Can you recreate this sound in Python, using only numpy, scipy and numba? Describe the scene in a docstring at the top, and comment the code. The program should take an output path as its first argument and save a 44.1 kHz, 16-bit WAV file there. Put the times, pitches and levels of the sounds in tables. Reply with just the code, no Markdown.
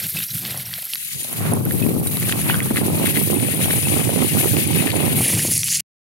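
"""A walker slides down loose scree with a small camera: filtered grain showers and noise hiss underfoot,
damped rings knock, snap and clink, and tumbling noise with short pressure pulses buffets the ports.
At first one microphone serves both ears; from about 1 s a pair opens and the wind leans from side to side;
after 5.2 s one microphone serves both again, until the sound stops at 5.8 s with a brief, dull tail."""
import sys
import numpy as np
from scipy import signal
from scipy.fft import rfft, irfft, next_fast_len
from scipy.io import wavfile
from scipy.ndimage import uniform_filter1d
from numba import njit

SR = 44100
rng = np.random.default_rng(int(sys.argv[2]) if len(sys.argv) > 2 else 0)


def log_audio(samples):
    """Write samples as a 16-bit WAV file to the path given in sys.argv[1]."""
    # one column per channel
    frames = np.atleast_2d(samples).T
    # limit to full scale, then quantise
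    limited = np.clip(frames, -1, 1)
    pcm = np.round(limited * 32767).astype(np.int16)
    wavfile.write(sys.argv[1], SR, pcm)


N = 270333
TIME = np.arange(N) / SR


# Sliding scree. Each row: time in seconds, then the levels of stones, chips and grit in dB.
SLIDE = [(0.0, -35.5, -39, -27), (0.14, -41.5, -42, -29), (0.37, -39.5, -38.5, -27.5),
         (0.64, -39, -45.5, -32.5), (0.92, -42, -42, -30.5), (1.15, -43, -36.5, -31),
         (1.34, -43.5, -42, -32), (1.51, -44, -46, -34), (2.09, -42.5, -42.5, -29),
         (2.31, -40.5, -39, -28.5), (2.43, -45, -44, -31.5), (2.78, -37, -40.5, -27),
         (3.24, -36.5, -38, -27), (3.45, -36, -41.5, -26.5), (3.81, -33.5, -35.5, -22),
         (3.99, -32.5, -37, -23.5), (4.21, -29.5, -34.5, -24.5), (4.37, -32, -33, -22.5),
         (4.52, -32, -33.5, -24.5), (4.71, -33.5, -36.5, -27), (5.01, -33, -39.5, -27.5),
         (5.17, -32.5, -38, -22.5), (5.21, -27.5, -30.5, -18), (5.38, -30, -28.5, -21.5),
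         (5.55, -35, -28, -21), (5.59, -35, -24.5, -25), (5.61, -41, -30, -25.5), (5.65, -36, -28.5, -25.5),
         (5.7, -32.5, -21.5, -21), (5.78, -33.5, -25, -25)]
# Boot crunches (positive) and stalls (negative). Each row: peak in seconds, length in seconds, lift in dB.
CRUNCHES = [(.05, 0.041, 4), (.19, 0.084, 8), (.48, 0.085, 5.5), (1.48, 0.2, 7.5), (1.61, 0.24, -9.5),
            (1.7, 0.048, 8), (1.82, 0.17, 2.5), (1.98, 0.11, -8), (2.3, 0.061, 8.5), (2.42, 0.081, 7),
            (2.5, 0.081, 13), (2.55, 0.032, 3), (2.775, 0.032, 6.5), (2.93, 0.13, -2), (3.07, 0.085, 9),
            (3.17, 0.055, 4), (3.63, 0.092, 3.5), (3.72, 0.078, 2.5), (4.1, 0.19, -4.5), (4.88, 0.064, 3.5)]
CRUNCH_SHARES = 0.98, 0.43, 0.38  # of the lift, for stones, chips and grit
# Grain sizes. Each row: lowest and highest pitch in Hz, grains per second, cycles to fall 30 dB,
# size spread in dB, hiss in dB above the grains, lean to the left in dB, share of the ground's turn,
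# likeness of the ports (0-1).
GRAIN_SIZES = [(1242, 4470, 700, 7.9, 2.5, 5.5, -1, 0.54, 0.53),
               (4210, 7660, 1100, 11, 2, 0.5, 1.5, 0.3, 0.51),
               (8070, 15800, 2800, 3.4, 3.5, 2.5, -2, 0.58, 0.14)]
# Colour of each microphone for scree. Each row: frequency in Hz, gain in dB.
FRONT_COLOUR = [(700, 19), (1100, -25.5), (2000, -14.5), (2700, -13), (4000, -9), (5500, -8.5), (7300, -8),
                (9500, -9.5), (12200, 0.5), (14000, -7), (16000, -9)]
LEFT_COLOUR = [(700, -10), (1200, -33), (2000, -8.5), (2600, -5), (3800, -9.5), (5500, -12), (8000, -1.5),
               (9300, 6), (10800, 7), (12500, -0.5), (13300, -2), (16000, -2.5)]
RIGHT_COLOUR = [(700, 12.5), (1200, -2.5), (2000, 9), (2700, 14), (4000, -11), (5500, -48), (7000, -32.5),
                (8500, -20.5), (10500, -10.5), (12000, -1), (13500, -9.5), (16000, -6.5)]
PORT_LAG = 7  # samples by which the right port hears the shared grains late


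def scree(pair):
    """Granular flow: three grain sizes share surges, and partly coherent ports each hear some of their own."""
    lift_db = bells_db(CRUNCHES)
    levels = [db + share * lift_db for db, share in zip(curves(SLIDE), CRUNCH_SHARES)]
    turn_db = ground_turn()
    surge_db = 0.5 * walk(30) + 1.6 * walk(80)
    out = 0
    for db, (lo, hi, rate, cycles, spread, hiss_db, lean_db, share, alike) in zip(levels, GRAIN_SIZES):
        both, own_left, own_right = (
            grains(lo, hi, rate, cycles, spread, clink=3.8) + amp(hiss_db) * rng.standard_normal(N)
            for _ in range(3))
        alike = np.clip(alike, 0, 1)
        left = np.sqrt(alike) * both + np.sqrt(1 - alike) * own_left
        right = np.sqrt(alike) * np.roll(both, PORT_LAG) + np.sqrt(1 - alike) * own_right
        ports = (both, FRONT_COLOUR), (left, LEFT_COLOUR), (right, RIGHT_COLOUR)
        heard = [unit(colour(x, table, lo, hi)) for x, table in ports]
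        gain = amp(db + surge_db + 0.77 * walk(60))
        out = out + gain * sides(pair * (lean_db + share * turn_db), pair) * route(*heard, pair)
    return sheen(out, pair)


# The top of the grit's hiss brightens and dulls. Each row: time in seconds, lift in dB.
SHEEN = [(1.0, -0.5), (1.2, -0.5), (1.6, 0.5), (2.1, -0.5), (2.35, -1), (2.6, -3), (2.95, -2), (3.2, 3.5),
         (3.45, -4.5), (3.8, -3), (4.05, -4.5), (4.3, -1), (4.6, 1), (4.9, -3), (5.15, -1.5)]
SHEEN_HZ = 11000


def sheen(ground, pair):
    """Spectral tilt in time: the band above the corner rises and falls while the pair is on."""
    top = signal.sosfiltfilt(signal.butter(4, SHEEN_HZ, "high", fs=SR, output="sos"), ground)
    lift_db = curves(SHEEN)[0] + 1.2 * walk(11)
    return ground + (amp(pair * lift_db) - 1) * top


# Knocked stones. Each row: start in seconds, level in dB, ring in Hz, second ring in Hz.
KNOCKS = [(0.0395, -17, 3660, 6240), (0.0556, -26, 2990, 4030), (0.1705, -22, 2650, 4950),
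          (0.1748, -31, 2560, 3980), (0.1883, -18, 3570, 2740), (0.2041, -18.5, 2760, 1700),
          (0.2427, -27, 4460, 2950), (0.2954, -25, 3830, 5730), (0.3834, -22, 3220, 6140),
          (0.4516, -13, 3440, 4280), (0.4605, -19, 4070, 2970), (0.5077, -14.5, 4030, 2600),
          (0.5125, -25, 3170, 4650), (0.7317, -24, 1850, 3320), (0.7388, -10.5, 3440, 4340),
          (0.8273, -22, 3290, 4590), (0.9352, -11.5, 3220, 4200), (0.956, -11, 4300, 2080),
          (0.9592, -20, 3940, 2580), (1.6633, -21, 1530, 2640), (1.7097, -16, 1860, 3460),
          (1.8246, -21, 2550, 3340), (1.8652, -20.5, 2270, 3960), (2.0704, -28, 2170, 3010),
          (2.1709, -15, 3850, 2110), (2.2195, -22, 2220, 3270), (2.2282, -16, 2180, 4070),
          (2.2947, -13, 1640, 3290), (2.3241, -4.5, 2900, 1920), (2.494, -18, 2600, 3100),
          (2.4987, -8, 1620, 3040), (2.5087, -15, 2870, 2130), (2.5429, -6, 1590, 3200),
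          (2.5538, -13, 1520, 2710), (2.6038, -7.5, 2130, 5940), (2.7042, -21, 1870, 3420),
          (2.7597, -11, 2040, 1350), (2.7703, -5.5, 2080, 3570), (2.776, -9.5, 2000, 1310),
          (2.7814, -20, 1960, 2710), (3.054, -16, 3300, 2200), (3.0598, -11.5, 2200, 3510),
          (3.0692, -12, 2000, 3250), (3.087, -21, 2300, 3300), (3.108, -19.5, 2380, 3960),
          (3.1577, -16, 1960, 2840), (3.1671, -9, 2090, 3050), (3.1725, -11, 2240, 3770),
          (3.399, -17.5, 3370, 2460), (3.499, -23, 4310, 2360), (3.6135, -13, 2130, 3490),
          (3.6205, -14, 3380, 2150), (3.7067, -9.5, 1960, 3340), (3.7111, -13, 3040, 1640),
          (3.7303, -16, 2370, 1760), (3.8838, -18, 2370, 3100), (4.0027, -17.5, 1940, 3280),
          (4.4413, -24, 2000, 4870), (4.5676, -10, 2630, 4370), (4.7315, -13, 3560, 2570),
          (4.7875, -21, 2580, 1790), (4.8198, -19, 2070, 3900), (4.8718, -12.5, 1870, 2390),
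          (4.8777, -15, 2580, 1830), (4.9037, -13, 2520, 4480), (4.9174, -12, 4030, 2090),
          (5.3517, -14, 3270, 4610), (5.3585, -16, 5510, 2170), (5.3939, -17, 1870, 2970),
          (5.6326, -10.5, 2720, 3460), (5.6755, -19, 2780, 3700), (5.6835, -12, 3180, 4800),
          (5.6885, -20, 3440, 2330), (5.7349, -11.5, 3230, 6460)]
# Small chips snapped. Each row: start in seconds, level in dB, ring in Hz.
TICKS = [(0.0673, -14, 12400), (0.1037, -18, 11200), (0.5753, -16, 11100), (0.622, -20, 11100),
         (0.8225, -19, 11200), (0.853, -17, 11500), (.9375, -16.5, 11000), (.948, -15, 11400),
         (1.207, -19, 9000), (1.232, -16, 9200), (1.3289, -15, 11100), (1.536, -9.5, 10700),
         (1.6523, -12, 11750), (1.722, -17, 11700), (2.072, -12, 9240), (2.1335, -25, 9410),
         (2.17, -16, 10400), (2.1994, -12, 11740), (2.289, -19, 9800), (2.4154, -14, 11000),
         (2.6299, -14, 10700), (2.9941, -21, 10500), (3.2365, -12, 11800), (3.341, -13, 11800),
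         (3.3692, -19, 9400), (4.6738, -11, 10900), (4.7593, -11.5, 11500), (4.9016, -18, 11600),
         (5.2616, -11.5, 10070), (5.2824, -9, 9800), (5.359, -26.5, 8930), (5.501, -22, 10060),
         (5.554, -13.5, 10460), (5.5777, -8, 9200), (5.578, -9.5, 11200), (5.659, -16, 11200),
         (5.717, -18, 10500), (5.6425, -12, 11100), (5.7716, -11, 10170)]
# Thin flakes that clink. Each row: start in seconds, level in dB, ring in Hz.
CLINKS = [(.1685, -22, 2620), (.1875, -27, 3620), (.0209, -28, 4530), (.2254, -28, 3850),
          (.2853, -29, 5660), (.307, -27, 4010), (.5746, -28, 5630), (.6558, -27.5, 5600),
          (1.824, -24.5, 2570), (2.0737, -28, 3870), (2.5054, -19, 2950), (2.5431, -25, 3220),
          (3.853, -20, 2620), (4.2956, -25, 2820), (4.7859, -23, 2570), (2.623, -29, 3380),
          (4.8186, -34, 4040), (4.889, -30, 1760), (4.902, -26, 4440), (5.766, -23, 5200),
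          (5.473, -17, 6570), (5.5392, -19, 5650), (5.5901, -24.5, 5630), (5.6321, -16, 5800),
          (5.7048, -29, 5690), (5.7493, -18, 5700)]
# Kinds of strike. Each row: its table, ring in dB above the row's level, cycles to fall 60 dB,
# crack of the neighbours in dB relative to the row's level.
KINDS = [(KNOCKS, 0.68, 12.7, -11), (TICKS, 2.3, 148, -14.5), (CLINKS, 1.2, 180, -21)]
SECOND_DB = -7  # second ring of a knock when an octave away; a nearer one is louder
CONTACT_CYCLES = 0.25  # time constant of the contact
KNOCK_LEFT_DB, KNOCK_TURNS = -0.5, -0.3  # strikes lean left as the wind moves right
PORT_PHASE = 1.4  # radians by which the right port trails the left


def strikes(pair, count=14):
    """Modal impact: each strike excites a damped ring, knocks a second, and neighbours crack around it."""
    rows = [(*row[:3], *kind) for table, *kind in KINDS for row in table]
    s, db, hz, ring_db, cycles, crack_db = np.transpose(rows)
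    ring = rings(samples(s), hz, cycles / hz, amp(db + ring_db), 0 * s, CONTACT_CYCLES)

    knock_s, knock_db, first_hz, second_hz = np.transpose(KNOCKS)
    second_db = knock_db + SECOND_DB * np.log2(second_hz / first_hz) ** 2
    second = rings(samples(knock_s), second_hz, 14 / second_hz, amp(second_db), 0 * knock_s, CONTACT_CYCLES)

    # most neighbours crack at once; a few trickle up to 12 ms late, and weaker
    late, pitch, turn = rng.random((len(s), 3, count)).transpose(1, 2, 0)
    rung = (np.arange(count)[:, None] + pitch) / count
    near_s = s + 0.012 * late ** 9
    near_hz = np.minimum(hz * 0.79 * 1.5 ** rung, 15000.)
    crack = amp(db + crack_db - 5.4 * late ** 3)
    near = rings(samples(near_s).ravel(), near_hz.ravel(), (12 / near_hz).ravel(), crack.ravel(),
                 0.61 * turn.ravel(), 1.0)

    high_pass = signal.butter(4, 1000, "high", fs=SR, output="sos")
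    hits = signal.sosfilt(high_pass, ring + second + near)
    lean = amp((KNOCK_LEFT_DB + KNOCK_TURNS * curves(TURN)[0]) / 2)
    trailing = (signal.hilbert(hits, next_fast_len(N))[:N] * np.exp(-1j * PORT_PHASE)).real
    return route(hits, lean * hits, trailing / lean, pair)


# Turn of the camera in the wind. Each row: time in seconds, wind left minus right in dB.
TURN = [(1.0, -0.5), (1.15, -7), (1.4, 2.5), (1.8, 10), (2.2, 0.5), (3.0, -0.5), (3.1, -16.5),
        (3.33, -30.5), (3.7, -7.5), (3.9, -20.5), (4.24, -22), (4.31, -10.5), (4.75, -22.5), (5.0, -24),
        (5.2, 1)]
GROUND_LEFT_DB, GROUND_TURNS = 8, -0.24  # the ground leans left, more as the wind moves right


def ground_turn():
    """Interaural level difference of the ground, left minus right in dB, opposing the wind's."""
    return GROUND_LEFT_DB + GROUND_TURNS * curves(TURN)[0] + 1.0 * walk(11.0)


# Wind. Each row: time in seconds, rumble in dB, eddies and their rushing edge in dB above the rumble.
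WIND = [(0.0, -42.5, -9, -8), (0.05, -30, -19, -18.5), (0.11, -54, -12, -19), (0.16, -28.5, -9.5, -14),
        (0.29, -52.5, -13, -23), (0.35, -27.5, -37, -41), (0.39, -43, -14, -22), (0.45, -34, -6.5, -8),
        (0.77, -42, -38, -10), (0.85, -60, -7, 3), (1.11, -52.5, -14, -29), (1.16, -36.5, -8, -20.5),
        (1.27, -51, 1, -1.5), (1.4, -24.5, -7, -13), (1.91, -23, 0, -18.5), (2.14, -27, -8, -16.5),
        (3.43, -26, 0, -14), (3.69, -25.5, -5.5, -12.5), (4.17, -25, -1.5, -11.5), (4.33, -23, -3, -11),
        (4.46, -30.5, -3, -4.5), (4.51, -23.5, -3, -18.5), (4.96, -25, -0.5, -10),
        (5.46, -23.5, -7.5, -17.5), (5.62, -36, -14.5, -32), (5.78, -39.5, -37.5, -35)]
# Gusts sharpen the eddies and lulls dull them. Each row: peak in seconds, length in seconds, lift in dB.
GUSTS = [(1.54, 0.14, 4), (2.1, 0.066, 0), (2.504, 0.15, 3), (2.712, 0.0077, 12), (2.938, 0.26, 5.5),
         (3.25, 0.034, -5.5), (3.33, 0.032, 7.5), (3.81, 0.047, -5.5), (3.977, 0.06, 4.5), (4.1, 0.07, 2.5),
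         (4.23, 0.042, 2), (4.3, 0.07, -8.5), (4.442, 0.032, 5.5), (4.86, 0.15, 2.5), (5.038, 0.034, 4.5)]
EDGE_LIFT = 1.5  # in a gust the edge rises more than the eddies
# The rumble heaves or drops out. Each row: peak in seconds, length in seconds, lift in dB.
HEAVES = [(2.55, 0.12, 4), (2.93, 0.066, 6), (3.57, 0.075, -2), (3.65, 0.033, 3.5), (3.81, 0.032, -4.5),
          (4.03, 0.03, -2), (4.09, .04, -1), (4.25, 0.044, 0), (4.29, 0.11, -5.5), (4.36, 0.076, 5),
          (4.78, 0.093, 1.5), (4.85, 0.082, -6), (5.29, 0.053, -10), (5.36, .04, 3)]
# Spectrum of the rumble. Each row: frequency in Hz, gain in dB.
RUMBLE_COLOUR = [(30, -61.5), (55, -27), (80, -8), (105, 2), (150, 2), (190, -1), (240, -13), (400, -24),
                 (1000, -43)]
# Spectrum of the eddies. Each row: frequency in Hz, gain in dB.
EDDY_COLOUR = [(60, -52.5), (120, -19.5), (220, -2.5), (320, -5.5), (500, -12.5), (800, -10), (1300, -17),
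               (2500, -44), (5000, -60)]
EDGE_HZ = 537  # eddies below, their edge above


def wind(pair):
    """Turbulence: air tumbles over each port on its own, with sharp eddies mostly on the windward side."""
    db, eddy_db, edge_db = curves(WIND)
    pan_db = curves(TURN)[0] + 0.26 * walk(11)
    gust_db = bells_db(GUSTS)
    rumble, eddies, edges = [], [], []
    for _ in range(2):
        throb_db = 0.83 * walk(35)
        rumble.append(unit(amp(throb_db) * colour(rng.standard_normal(N), RUMBLE_COLOUR)))
        tumble = grains(177, 1090, 60, 1.5, 1.6) + amp(13.5) * rng.standard_normal(N)
        tumble = amp(0.7 * throb_db) * tumble
        eddies.append(unit(colour(tumble, EDDY_COLOUR, hi_hz=EDGE_HZ)))
        strength = uniform_filter1d(np.abs(eddies[-1]), size=220)  # the edge follows its eddies
        edges.append(unit(colour(strength * tumble, EDDY_COLOUR, lo_hz=EDGE_HZ)))
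    low = amp(bells_db(HEAVES)) * sides(0.59 * pan_db, pair) * route(rumble[0], *rumble, pair)
    mid = amp(eddy_db + gust_db) * sides(0.72 * pan_db, pair) * route(eddies[0], *eddies, pair)
    high = amp(edge_db + EDGE_LIFT * gust_db) * sides(0.3 * pan_db - 2.0 * pair, pair)
    high = high * route(edges[0], *edges, pair)
    return amp(db) * (low + mid + high) + rush(pair)


# The hardest slaps of wind. Each row: start in seconds, level in dB, centre in Hz.
SLAPS = [(1.5719, -11.5, 430), (1.794, -15.5, 450), (1.981, -8.5, 322), (2.4974, -2, 930),
         (2.7018, -28, 375), (2.8135, -7, 444), (2.8605, -6, 310), (3.1733, -12, 334), (3.187, -9, 340),
         (3.3002, -4.5, 467), (3.3137, -11.5, 300), (3.331, -11, 320), (3.3427, -8, 366), (3.361, -11, 413),
         (3.3708, -7, 312), (3.4307, -7, 304), (3.486, -9, 560), (3.543, -16, 400), (3.6031, -9.5, 520),
         (3.921, -7.5, 370), (3.9408, -5.5, 306), (3.9731, -10, 386), (3.9946, -5, 320), (4.0715, -6, 320),
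         (4.0922, -5, 610), (4.136, -10, 320), (4.16, -4, 452), (4.216, -5, 307), (4.2455, -2.5, 340),
         (4.3765, -6, 300), (4.3838, -9, 260), (4.4298, -11, 362), (4.442, -13, 330), (4.4562, -1, 383),
         (4.6668, -9, 320), (4.7524, -9, 310), (4.8612, -4.5, 290), (4.9406, -5.5, 580), (4.9533, -6, 318),
         (4.9793, -11, 360), (5.0097, -7, 370), (5.033, -10, 380), (5.0424, -2.5, 284),
         (5.1168, -11.5, 387)]


def slaps():
    """Pressure pulses: a few fast-damped cycles and a sharper edge 2.4 times higher, on the windward port."""
    s, db, hz = np.transpose(SLAPS)
    body = rings(samples(s), hz, 6.3 / hz, amp(db + 7.5), 0 * s, 0.77)
    edge = rings(samples(s), 2.4 * hz, 3.5 / hz, amp(db - 6.0), 0 * s, 0.73)
    left = curves(TURN)[0] > 0
    return (body + edge) * np.array([left, ~left])


# A gust hisses across the ports. Each row: time in seconds, level in dB.
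RUSH = [(1.25, -66), (1.33, -43), (1.45, -36.5), (1.52, -32.5), (1.6, -59), (2.2, -48.5), (2.55, -34.5),
        (3.0, -62.5), (4.0, -60.5), (5.3, -50)]
RUSH_HZ = 1040, 3010  # band


def rush(pair):
    """Incoherent flow noise: the gritty hiss of the strongest gusts, unrelated at the two ports."""
    hiss = []
    for _ in range(2):
        gritty = amp(5.1 * walk(70)) * rng.standard_normal(N)
        hiss.append(unit(colour(gritty, [(1000, 4.0), (3000, -11)], *RUSH_HZ)))
    return amp(curves(RUSH)[0]) * sides(-6 * pair, pair) * pair * np.array(hiss)


def grains(lo_hz, hi_hz, rate, cycles, spread_db, clink=.0):
    """Random impulse shower: many small short rings, few large; a few thin flakes ring longer."""
    when, pitch, luck, turn, thin = rng.random((int(rate * N / SR), 5)).T
    hz = lo_hz * (min(hi_hz, .45 * SR) / lo_hz) ** pitch
    t60 = 2 * cycles / hz * (1 + clink * thin ** 8)
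    size = amp(-spread_db * np.log(1.002 - luck))
    return unit(rings((when * N).astype(np.int64), hz, t60, size, turn, 0.018))


@njit
def rings(start, hz, t60, size, turn, push):
    """Damped oscillation: each grain's ring swells with a time constant of push cycles, then dies away."""
    out = np.zeros(N)
    for k in range(len(start)):
        step = np.exp(2j * np.pi * hz[k] / SR - np.log(1000) / (t60[k] * SR))
        z = size[k] * np.exp(2j * np.pi * turn[k])
        swell, rise = 0., min(1., hz[k] / SR / push)
        for i in range(start[k], min(N, start[k] + int(t60[k] * SR))):
            swell += (1 - swell) * rise
            out[i] += swell * z.imag
            z *= step
    return out


def samples(s):
    """Sampling: times in seconds as sample numbers."""
    return (s * SR).astype(np.int64)


def amp(db):
    """Decibel law: the gain of a level in dB."""
    return 10 ** (np.asarray(db) / 20)


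def unit(x):
    """Normalisation to rms 1."""
    return x / np.sqrt(np.mean(x ** 2))


def curves(table):
    """Linear interpolation of every column of a table, sample by sample."""
    s, *columns = np.transpose(table)
    return [np.interp(TIME, s, column) for column in columns]


def bells_db(table):
    """Gaussian envelopes: each row swells and fades as a bell, its length taken between the 1/e points."""
    return sum(db * np.exp(-(2 * (TIME - s) / length) ** 2) for s, length, db in table)


def walk(rate):
    """Low-passed noise: random levels held 1 / rate s and smoothed twice; rms 1."""
    k = int(SR / rate)
    held = np.repeat(rng.standard_normal(N // k + 1), k)
    return unit(uniform_filter1d(uniform_filter1d(held, k), k)[:N])


def colour(x, table, lo_hz=0.7, hi_hz=1e5):
    """Spectral shaping by (Hz, dB) points, inside a band with soft edges."""
    size = next_fast_len(N)
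    f = np.arange(1, size // 2 + 2) * SR / size
    hz, db = np.transpose(table)
    gain = amp(np.interp(np.log(f), np.log(hz), db))
    band = 1 / np.sqrt((1 + (lo_hz / f) ** 16) * (1 + (f / hi_hz) ** 16))
    return irfft(rfft(x, size) * gain * band, size)[:N]


def sides(pan_db, pair):
    """Power summation: with the pair on, two unrelated ports of level 1 keep a mean of level 1."""
    gain = amp(np.array([pan_db, -pan_db]) / 2)
    return gain * (1 - pair + pair * 2 / np.sqrt(np.sum(gain ** 2, axis=0)))


PAIR_S, SWITCH_S = (0.97, 5.185), 0.012  # the pair is on between these times; length of each crossfade


def route(front, left, right, pair):
    """Crossfade of one microphone in both ears and the pair; the front one serves first, the left one last."""
    single = np.where(TIME < np.mean(PAIR_S), front, left)
    return (1 - pair) * single + pair * np.array([left, right])


def scene():
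    """Superposition of ground, strikes and wind, with the pair crossfaded in and out."""
    inside_s = np.minimum(TIME - PAIR_S[0], PAIR_S[1] - TIME)
    pair = np.clip(inside_s / SWITCH_S + .5, 0, 1)
    return scree(pair) + strikes(pair) + wind(pair) + slaps()


END_S, TAIL_DB, TAIL_DB_PER_S = 5.806, -0.5, -1700
TOP_HZ = 15800


def record(dry):
    """Soft saturation rounds the peaks; the sound stops with a brief dull tail; a steep low-pass cuts the top."""
    rounded = .7 * np.tanh(dry / .7)
    dull = signal.sosfilt(signal.butter(2, 400, fs=SR, output="sos"), rounded)
    tail = dull * amp(TAIL_DB + TAIL_DB_PER_S * np.maximum(TIME - END_S, 0))
    ended = np.where(TIME < END_S, rounded, tail)
    return signal.sosfilt(signal.ellip(12, .2, 100, TOP_HZ, fs=SR, output="sos"), ended)


dry = scene()
out = record(dry)
log_audio(out)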